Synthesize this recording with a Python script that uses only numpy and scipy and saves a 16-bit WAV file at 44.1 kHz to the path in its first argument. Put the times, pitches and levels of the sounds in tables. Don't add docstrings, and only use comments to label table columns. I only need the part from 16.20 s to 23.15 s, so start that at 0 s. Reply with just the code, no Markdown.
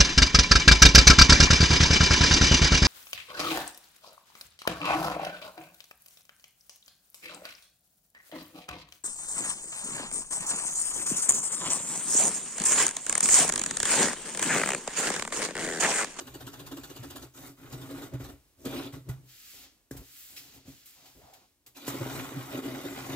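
import sys
import numpy as np
from scipy import signal
from scipy.fft import rfft, irfft, next_fast_len
from scipy.io import wavfile
from scipy.ndimage import uniform_filter1d

SR = 44100
rng = np.random.default_rng(int(sys.argv[2]) if len(sys.argv) > 2 else 0)


def wav_record(signal):
    frames = np.transpose(np.atleast_2d(signal))
    bounded = np.clip(frames, -1, 1)
    quanta = np.round(bounded * 32767).astype(np.int16)
    wavfile.write(sys.argv[1], SR, quanta)


N = 306495
T = np.arange(N) / SR
PAD = next_fast_len(N + SR)
HZ = np.maximum(np.fft.rfftfreq(PAD, 1 / SR), 1)

# pitch_hz, width_hz, level_db
AIR_MODES = [(107.6, 24, -3), (128.8, 8.7, 15.5), (170, 64, -13)]
# pitch_hz, width_hz, level_db
WALL_MODES = [(272.2, 21.9, 4), (297, 33.3, -2), (332.6, 33, -2.5), (396, 28.3, -3.5), (416, 36.6, -6.5),
              (472, 43, -11), (536.4, 35, -10.5), (647, 17, -12)]
# pitch_hz, width_hz, level_db
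BOARD_MODES = [(736, 113, 3), (856, 58, 7.5), (1080, 370, 3.5), (1150, 52, 7.5), (1224, 32, -1),
               (1342, 40, 7), (1437, 57, 4), (1766, 280, 0), (1970, 204, 1.5), (2212, 41, 0.5),
               (2360, 59, -2), (2548, 83, -2), (2850, 275, -6), (3415, 110, -5), (3635, 49, -1),
               (3920, 270, -6.5), (4680, 470, -10)]
# pitch_hz, width_hz, level_db
TABLE_MODES = [(64, 31, 0)]
# pitch_hz, relative density (dB per Hz)
TAPE_COLOUR = [(2350, -20), (4000, -7), (4440, -5), (4790, -10.5), (5310, -3.5), (7660, -0.5), (9170, -7),
               (15100, 0.5), (16000, -48)]

CREST_DB = 5
MID_ONLY = np.array([[1], [0]])


def undb(db):
    return 10 ** (np.asarray(db) / 20)


def through(x, response):
    scale = np.sqrt(np.mean(abs(response) ** 2))
    return irfft(rfft(x, PAD) * response / scale, PAD)[..., :N]


def modes(table, neighbour=-1):
    response = 0
    for k, (hz, width_hz, db) in enumerate(table):
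        resonance = 1 / (1 + 1j * (HZ - hz ** 2 / HZ) / width_hz)
        response = response + neighbour ** k * undb(db) * resonance
    return response


def colour(table):
    hz, db = np.transpose(table)
    return undb(np.interp(np.log(HZ), np.log(hz), db))


def gains(tables):
    out = 0
    for table in tables:
        s, *columns = np.transpose(table)
        out = out + np.array([undb(np.interp(T, s, db, left=-200, right=-200)) for db in columns])
    return out


def stroke(s, length_s, rise_s, t60_s):
    t = np.maximum(T - s, 0)
    rise = (1 - np.exp(-t / rise_s)) ** 2
    return rise * np.exp(-np.log(1000) * np.maximum(t - length_s, 0) / t60_s)


def burst(s, t60_s, rise_s):
    return stroke(s, 0, rise_s, t60_s)


def grit(scatter_db, grain_s):
    k = max(int(grain_s * SR), 1)
    size = undb(scatter_db * np.repeat(rng.standard_normal(N // k + 1), k)[:N])
    size = uniform_filter1d(size, k)
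    return rng.standard_normal((2, N)) * size / np.sqrt(np.mean(size ** 2))


def struck(pushes, table, neighbour=1):
    size = SR // 3
    response = irfft(modes(table, neighbour), PAD)[:size]
    out = np.zeros(N + size)
    for s, contact_s, db in pushes:
        push = np.sin(np.pi * np.clip(T[:SR // 100] / contact_s, 0, 1)) ** 2
        ring = signal.fftconvolve(response, push)[:size]
        at = int(s * SR)
        out[at:at + size] += undb(db) * ring / abs(ring).max()
    return out[:N]


def patchy(x, spread_db, hold_s):
    octaves, spectrum, out = np.log2(HZ), rfft(x, PAD), x
    k = int(hold_s * SR)
    for centre in np.arange(9.5, 13.3, 1 / 8):
        band = irfft(spectrum * np.clip(1 - 8 * abs(octaves - centre), 0, 1), PAD)[:, :N]
        wander = np.repeat(rng.standard_normal(N // k + 1), k)[:N]
        swell = undb(spread_db * uniform_filter1d(wander, k))
        out = out + band * (swell - 1)
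    return out


def hush():
    # pitch_hz, relative density (dB per Hz)
    hush_colour = [(24, -11), (40, 14.5), (185, 0), (297, 5.5), (392, -1.5), (585, -4), (1550, -9.5),
                   (7730, -10), (16000, -11)]
    return undb(-67.5) * through(rng.standard_normal((2, N)), colour(hush_colour))


def blade():
    # start_s, length_s, rise_s, flap rasp level_db, change over the stroke (dB), then
    # table rumble, air boom, wall drum, cut edge and tape hiss (all dB re rasp)
    strokes = [(0.0, 1.05, 0.0062, -64.5, 2.5, 4.5, 6, 2.9, -3.5, 0.5),
               (1.132, .15, 0.0095, -59, 2.5, -4, 0.5, 6, -22, 2),
               (1.362, .14, 0.024, -56.5, -4.5, 2, 6, 5.3, -21, -3.5),
               (1.495, .36, 0.0065, -61, 8, -0.5, 5.5, 7.2, -16, -3),
               (1.987, 0.14, 0.0083, -55, -8.5, 8.5, 4.5, 10, -14, -2),
               (2.358, 0.13, 0.049, -67.5, -12, 22.5, 10, 27, 3, 15),
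               (2.448, .22, 0.0037, -52.5, -1.5, -6, -2, 8.5, -3, -5.5),
               (2.72, 0.028, 0.005, -55.5, -1, 0, 17.5, 9.5, -8, -2.5),
               (5.541, 0.14, 0.0075, -61, 5.5, -21, -9.5, 6, 3.5, 1.5),
               (5.658, 0.741, 0.0055, -47, 0, -13.5, -1.5, 2.0, -15.5, -5),
               (6.416, .52, 0.0074, -47.5, -1, -12.5, -2.5, 3.9, -12, -6)]
    # time_s, level_db
    pressure_points = [(2.49, 0.5), (2.58, 6.5), (2.68, 1), (5.67, -1.5), (5.8, -1), (5.974, 3.5),
                       (6.11, -3), (6.298, -3.5), (6.34, 1.5), (6.416, -3.5), (6.444, -1), (6.6, -2),
                       (6.866, 1.5), (6.95, 5)]
    # centre_s, air boom level_db, wall drum level_db, half_length_s
    lurches = [(0.262, -50, -69, 0.092), (0.432, -47, -50.5, 0.06), (0.806, -42, -67, 0.024),
               (1.531, -38, -44.5, 0.013), (1.935, -37.5, -42.5, 0.023), (2.469, -34, -36.5, 0.015),
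               (2.545, -58, -37.5, 0.039), (2.642, -48, -46, .02), (2.89, -39, -51.5, 0.032),
               (5.812, -34, -33.5, 0.017), (5.976, -38, -60, 0.034), (6.171, -39, -40.5, 0.031),
               (6.338, -59, -35.5, 0.033), (6.377, -49, -36, 0.014), (6.459, -63, -35.5, 0.033),
               (6.537, -52, -41, 0.071), (6.918, -37.5, -42, 0.04)]
    # time_s, tape hiss peak_db, wall drum level_db
    slips = [(0.0024, -36.5, -31), (0.073, -37.5, -36), (0.143, -36.5, -34), (0.208, -36.5, -34.5),
             (0.27, -34.5, -33.5), (0.334, -36, -37), (0.3954, -37, -35.5), (0.465, -36, -55),
             (0.516, -35, -30.5), (0.571, -37, -30), (0.637, -35.5, -38), (0.701, -37, -32),
             (0.762, -37, -36.5), (0.834, -36, -29), (0.906, -35, -37), (0.96, -34, -30), (1.025, -38, -33),
             (1.1727, -41.5, -58), (1.26, -41.5, -47), (1.528, -35, -30), (1.615, -40.5, -35),
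             (1.703, -40.5, -27), (1.775, -41, -31.5), (1.8214, -37.5, -35), (2.046, -39.5, -51),
             (2.089, -43, -35.5), (2.455, -32.5, -26), (5.567, -38, -42), (5.745, -37, -26.5),
             (6.3225, -42, -39), (6.4457, -45, -40), (6.651, -37, -22.5)]
    stroke_t60_s, slip_t60_s, slip_rise_s = 0.21, 0.095, .007
    slip_lead_s = 0.0066
    slip_rasp_db, slip_edge_db = -5, -2

    table = boom = drum = rasp = hiss = edge = slip_edge = slip_rasp = 0
    pressure = undb(np.interp(T, *np.transpose(pressure_points), left=0))
    for s, length_s, rise_s, rasp_db, change_db, table_db, boom_db, drum_db, edge_db, hiss_db in strokes:
        progress = np.clip((T - s) / length_s, 0, 1)
        drag = undb(rasp_db + change_db * progress) * pressure
        drag = drag * stroke(s, length_s, rise_s, stroke_t60_s)
        table = table + undb(table_db) * drag
        boom = boom + undb(boom_db) * drag
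        drum = drum + undb(drum_db) * drag
        edge = edge + undb(edge_db) * drag
        rasp = rasp + drag
        hiss = hiss + undb(hiss_db) * drag
    for s, boom_db, drum_db, half_s in lurches:
        swell = np.exp(-((T - s) / half_s) ** 2)
        boom = np.hypot(boom, undb(boom_db) * swell)
        drum = np.hypot(drum, undb(drum_db) * swell)
    for s, hiss_db, drum_db in slips:
        push = burst(s - slip_rise_s, slip_t60_s, slip_rise_s)
        early_push = np.roll(push, -int(slip_lead_s * SR))
        drum = np.hypot(drum, undb(drum_db) * early_push)
        hiss = np.hypot(hiss, undb(hiss_db - CREST_DB) * push)
        slip_rasp = slip_rasp + undb(hiss_db + slip_rasp_db) * push
        slip_edge = slip_edge + undb(hiss_db + slip_rasp_db + slip_edge_db) * push

    box = through(boom * grit(1.2, 0.0032), modes(AIR_MODES))
    box = box + through(drum * grit(2.25, .004), modes(WALL_MODES))
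    box = box + through(table * grit(0.63, 0.0092), modes(TABLE_MODES))
    board = through(rasp * grit(3.1, .003), modes(BOARD_MODES))
    board = board + through(edge * grit(1.3, 0.0057), modes(BOARD_MODES[-7:]))
    board = board + through(slip_edge * grit(1.4, 0.0079), modes(BOARD_MODES[-5:]))
    board = board + through(slip_rasp * grit(1.7, .003), modes(BOARD_MODES[:8]))
    tape = through(hiss * grit(2.0, 0.0027), colour(TAPE_COLOUR))
    return box + patchy(board + tape, 2.87, .035)


def catches():
    # time_s, wall peak_db, crackle level_db
    jerks = [(1.786, -37, -49), (1.824, -37, -56), (2.463, -33, -58), (5.745, -35.5, -53),
             (5.862, -26.5, -57), (5.951, -29.5, -44), (6.121, -32, -53), (6.389, -27, -43),
             (6.458, -31, -46), (6.482, -31.5, -51), (6.545, -40, -39)]
    contact_s, t60_s = .001, 0.054
    ring = struck([(s, contact_s, wall_db) for s, wall_db, _ in jerks], WALL_MODES)
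    crackle = sum(undb(db) * burst(s, t60_s, .0007) for s, _, db in jerks)
    return ring * MID_ONLY + through(crackle * grit(3.0, 0.0014), modes(BOARD_MODES))


def knocks():
    # time_s, air boom peak_db, wall level_db (its peak is CREST_DB higher),
    # crack level_db, corner peak_db, scuff level_db, body contact_s
    knock_table = [(1.936, -33.5, -58, -50, -60, -56.5, 0.0019), (2, -39, -39.5, -53, -60, -69, 0.0018),
                   (2.888, -28, -42, -48.5, -67.5, -49.5, 0.002),
                   (3.709, -42.5, -34, -56, -39, -49, 0.0019), (3.749, -49, -44, -64, -65, -67, 0.002),
                   (4.477, -49, -45, -78, -65, -62, 0.0053), (5.678, -44, -28, -41.5, -55, -36.5, 0.0008)]
    # pitch_hz, width_hz, level_db
    corner_modes = [(1674, 120, 0)]
    body_lag_s = 0.00198
    table_db = -3
    s, boom_db, wall_db, crack_db, corner_db, scuff_db, contact_s = np.transpose(knock_table)
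    body = s + body_lag_s
    ring = struck(zip(body, contact_s, boom_db), AIR_MODES, -1.2)
    ring = ring + struck(zip(body, contact_s, wall_db + CREST_DB), WALL_MODES)
    ring = ring + struck(zip(s, contact_s / 5, crack_db + CREST_DB), BOARD_MODES)
    ring = ring + struck(zip(body, contact_s / 8, corner_db), corner_modes)
    ring = ring + struck(zip(body, contact_s, boom_db + table_db), TABLE_MODES)
    crack = sum(undb(db) * burst(at, 0.21, c / 2) for at, db, c in zip(s, crack_db, contact_s))
    scuff = sum(undb(db) * burst(at, 0.17, c / 8) for at, db, c in zip(s, scuff_db, contact_s))
    crack = through(crack * grit(3.0, 0.0036), modes(BOARD_MODES))
    scuff = through(scuff * grit(1.0, 0.003), colour(TAPE_COLOUR))
    return ring * MID_ONLY + crack + scuff


def sliding():
    # time_s, scuff level_db, bright hiss (dB re scuff)
    slides = [
        [(3.03, -86, 8), (3.096, -61, -0.5), (3.314, -56, 2.5), (3.442, -56, -1), (3.534, -72, -24),
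         (3.68, -88, -7)],
        [(3.76, -73, 8), (3.828, -64, 0.5), (3.99, -58, 5.5), (4.19, -60.5, 4.5), (4.328, -60, -3),
         (4.36, -60, 4.5), (4.438, -69, -14), (4.476, -60.5, -1), (4.646, -64.5, -1), (4.854, -62, -4),
         (4.976, -67.5, 2), (5.22, -68, -10), (5.36, -83, -5)],
    ]
    # start_s, length_s, then level_db of table rumble, air boom,
    # wall drum and flap rustle
    judders = [(2.901, 0.13, -66, -52, -63, -97), (3.324, 0.15, -72, -76, -65, -71.5),
               (3.717, 0.086, -49.5, -54, -57, -66), (4.086, 0.21, -73, -72, -65.5, -71.5),
               (4.317, 0.066, -67, -62, -57, -69), (4.447, 0.031, -51, -62, -54.5, -65),
               (4.503, 0.028, -55, -62, -67, -85), (4.747, 0.16, -83, -74, -69.5, -68),
               (4.838, .01, -81, -75, -77, -65), (4.939, 0.034, -63, -59, -60, -75),
               (5.005, 0.033, -57, -69, -73, -67), (5.052, 0.19, -84, -75, -72, -68),
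               (5.44, 0.028, -89, -69, -64.5, -67)]
    # time_s, scuff peak_db, bright hiss level_db, fade t60_s, rise_s
    ticks = [(3.767, -46.5, -46, 0.14, 0.0032), (4.162, -42.5, -47, 0.29, 0.0035),
             (4.657, -54, -51.5, 0.41, 0.0019), (4.856, -52.5, -58.5, 0.27, .001),
             (5.135, -48.5, -53, 0.13, .002), (5.463, -48, -49, 0.12, 0.0004),
             (5.667, -37, -40, 0.03, 0.00099)]
    # pitch_hz, relative density (dB per Hz)
    scuff_colour = [(710, -64), (1200, -2), (2620, 3), (5020, 4), (5410, 2.5), (5840, 2.5), (7570, 3),
                    (8820, -9.5), (14800, -3.5), (16000, -11)]
    judder_rise_s, judder_t60_s = 0.0066, 0.14
    bright_hz, rustle_hz = 8000, 980

    louder = [[(s, db, db + more_db) for s, db, more_db in slide] for slide in slides]
    scuff, bright = gains(louder)
    table = boom = drum = rustle = 0
    for s, length_s, table_db, boom_db, drum_db, rustle_db in judders:
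        judder = stroke(s, length_s, judder_rise_s, judder_t60_s)
        table = table + undb(table_db) * judder
        boom = boom + undb(boom_db) * judder
        drum = drum + undb(drum_db) * judder
        rustle = rustle + undb(rustle_db) * judder
    for s, scuff_db, bright_db, t60_s, rise_s in ticks:
        tick = burst(s - rise_s, t60_s, rise_s)
        scuff = np.hypot(scuff, undb(scuff_db - CREST_DB) * tick)
        bright = np.hypot(bright, undb(bright_db) * tick)

    box = through(drum * grit(5.0, 0.0059), modes(AIR_MODES[-1:] + WALL_MODES))
    box = box + through(boom * grit(2.2, 0.0052), modes(AIR_MODES))
    dull_flaps = modes(WALL_MODES[-2:] + BOARD_MODES) / (1 + (HZ / rustle_hz) ** 4)
    box = box + through(rustle * grit(1.3, 0.0038), dull_flaps)
    box = box + through(table * grit(1.0, 0.005), modes(TABLE_MODES))
    bright_share = 1 / (1 + (bright_hz / HZ) ** 8)
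    rub = through(scuff * grit(0.44, 0.0021), colour(scuff_colour) * (1 - bright_share))
    return box + rub + through(bright * grit(1.5, 0.0012), colour(scuff_colour) * bright_share)


def finest_hiss():
    centre_s, half_s, level_db, low_cut_hz = 4.01, .07, -56, 13000
    swell = undb(level_db) * np.exp(-((T - centre_s) / half_s) ** 2)
    return through(swell * grit(1.5, .001), 1 / (1 + (low_cut_hz / HZ) ** 12))


def ringing_tick():
    # pitch_hz, width_hz, level_db
    ping_modes = [(2570, 400, -1), (5360, 260, 2.5)]
    start_s, level_db, t60_s, rise_s = 4.166, -45.5, 0.14, 0.0018
    tick = undb(level_db) * burst(start_s, t60_s, rise_s)
    return through(tick * grit(1.5, .002), modes(ping_modes))


def flap_rub():
    # time_s, level_db, pitch_hz
    rub_points = [(4.95, -70, 433), (4.975, -65, 433), (5.01, -60, 460), (5.03, -62, 798),
                  (5.052, -58.5, 761), (5.11, -60.5, 713), (5.152, -61, 750), (5.19, -67, 750)]
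    width_hz = 130
    s, _, pitch_hz = np.transpose(rub_points)
    level = gains([[(at, db) for at, db, _ in rub_points]])[0]
    phase = 2 * np.pi * np.cumsum(np.interp(T, s, pitch_hz)) / SR
    low_pass = 1 / (1 + 2j * HZ / width_hz)
    in_phase = through(grit(1.7, .004), low_pass)
    quadrature = through(grit(1.7, .004), low_pass)
    return level * (in_phase * np.cos(phase) + quadrature * np.sin(phase))


def room(x):
    t60_s, level_db, gap_s = .3, -13, .004
    t = T[:SR // 2]
    fade = np.exp(-np.log(1000) * t / t60_s) * (t > gap_s)
    spray = rng.standard_normal((2, len(t))) * fade
    spray = spray / np.sqrt(np.sum(spray ** 2, axis=1, keepdims=True))
    return x + undb(level_db) * signal.fftconvolve(x, spray, axes=1)[:, :N]


def scene():
    # pitch_hz, side gain (dB)
    width = [(60, -6), (110, -13.5), (200, -18.5), (380, -10.5), (700, -4), (1290, -2.5), (2380, -1),
             (4400, 0), (8120, 0.5), (15000, -1.5)]
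    lag_share = .2
    sources = blade() + catches() + knocks() + sliding() + finest_hiss() + ringing_tick() + flap_rub()
    mid, side = rfft(room(sources) + hush(), PAD)
    lagged = 1j * mid
    side = (np.sqrt(1 - lag_share) * side + np.sqrt(lag_share) * lagged) * colour(width)
    return irfft(np.array([mid + side, mid - side]), PAD)[:, :N]


def record(dry):
    threshold_db, floor_db, memory_s = -62.5, -35, 0.057
    bass_hz, top_hz = 41.3, 15750
    keep = np.exp(-1 / (memory_s * SR))
    power = np.mean(dry ** 2, axis=0)
    power = signal.lfilter([1 - keep], [1, -keep], power, zi=[undb(threshold_db)])[0]
    gain = power / (power + undb(2 * threshold_db))
    dry = dry * np.maximum(gain, undb(floor_db))
    dry = signal.sosfilt(signal.butter(2, bass_hz, "high", fs=SR, output="sos"), dry)
    return signal.sosfilt(signal.ellip(10, .2, 70, top_hz, fs=SR, output="sos"), dry)


dry = scene()
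out = record(dry)
wav_record(out)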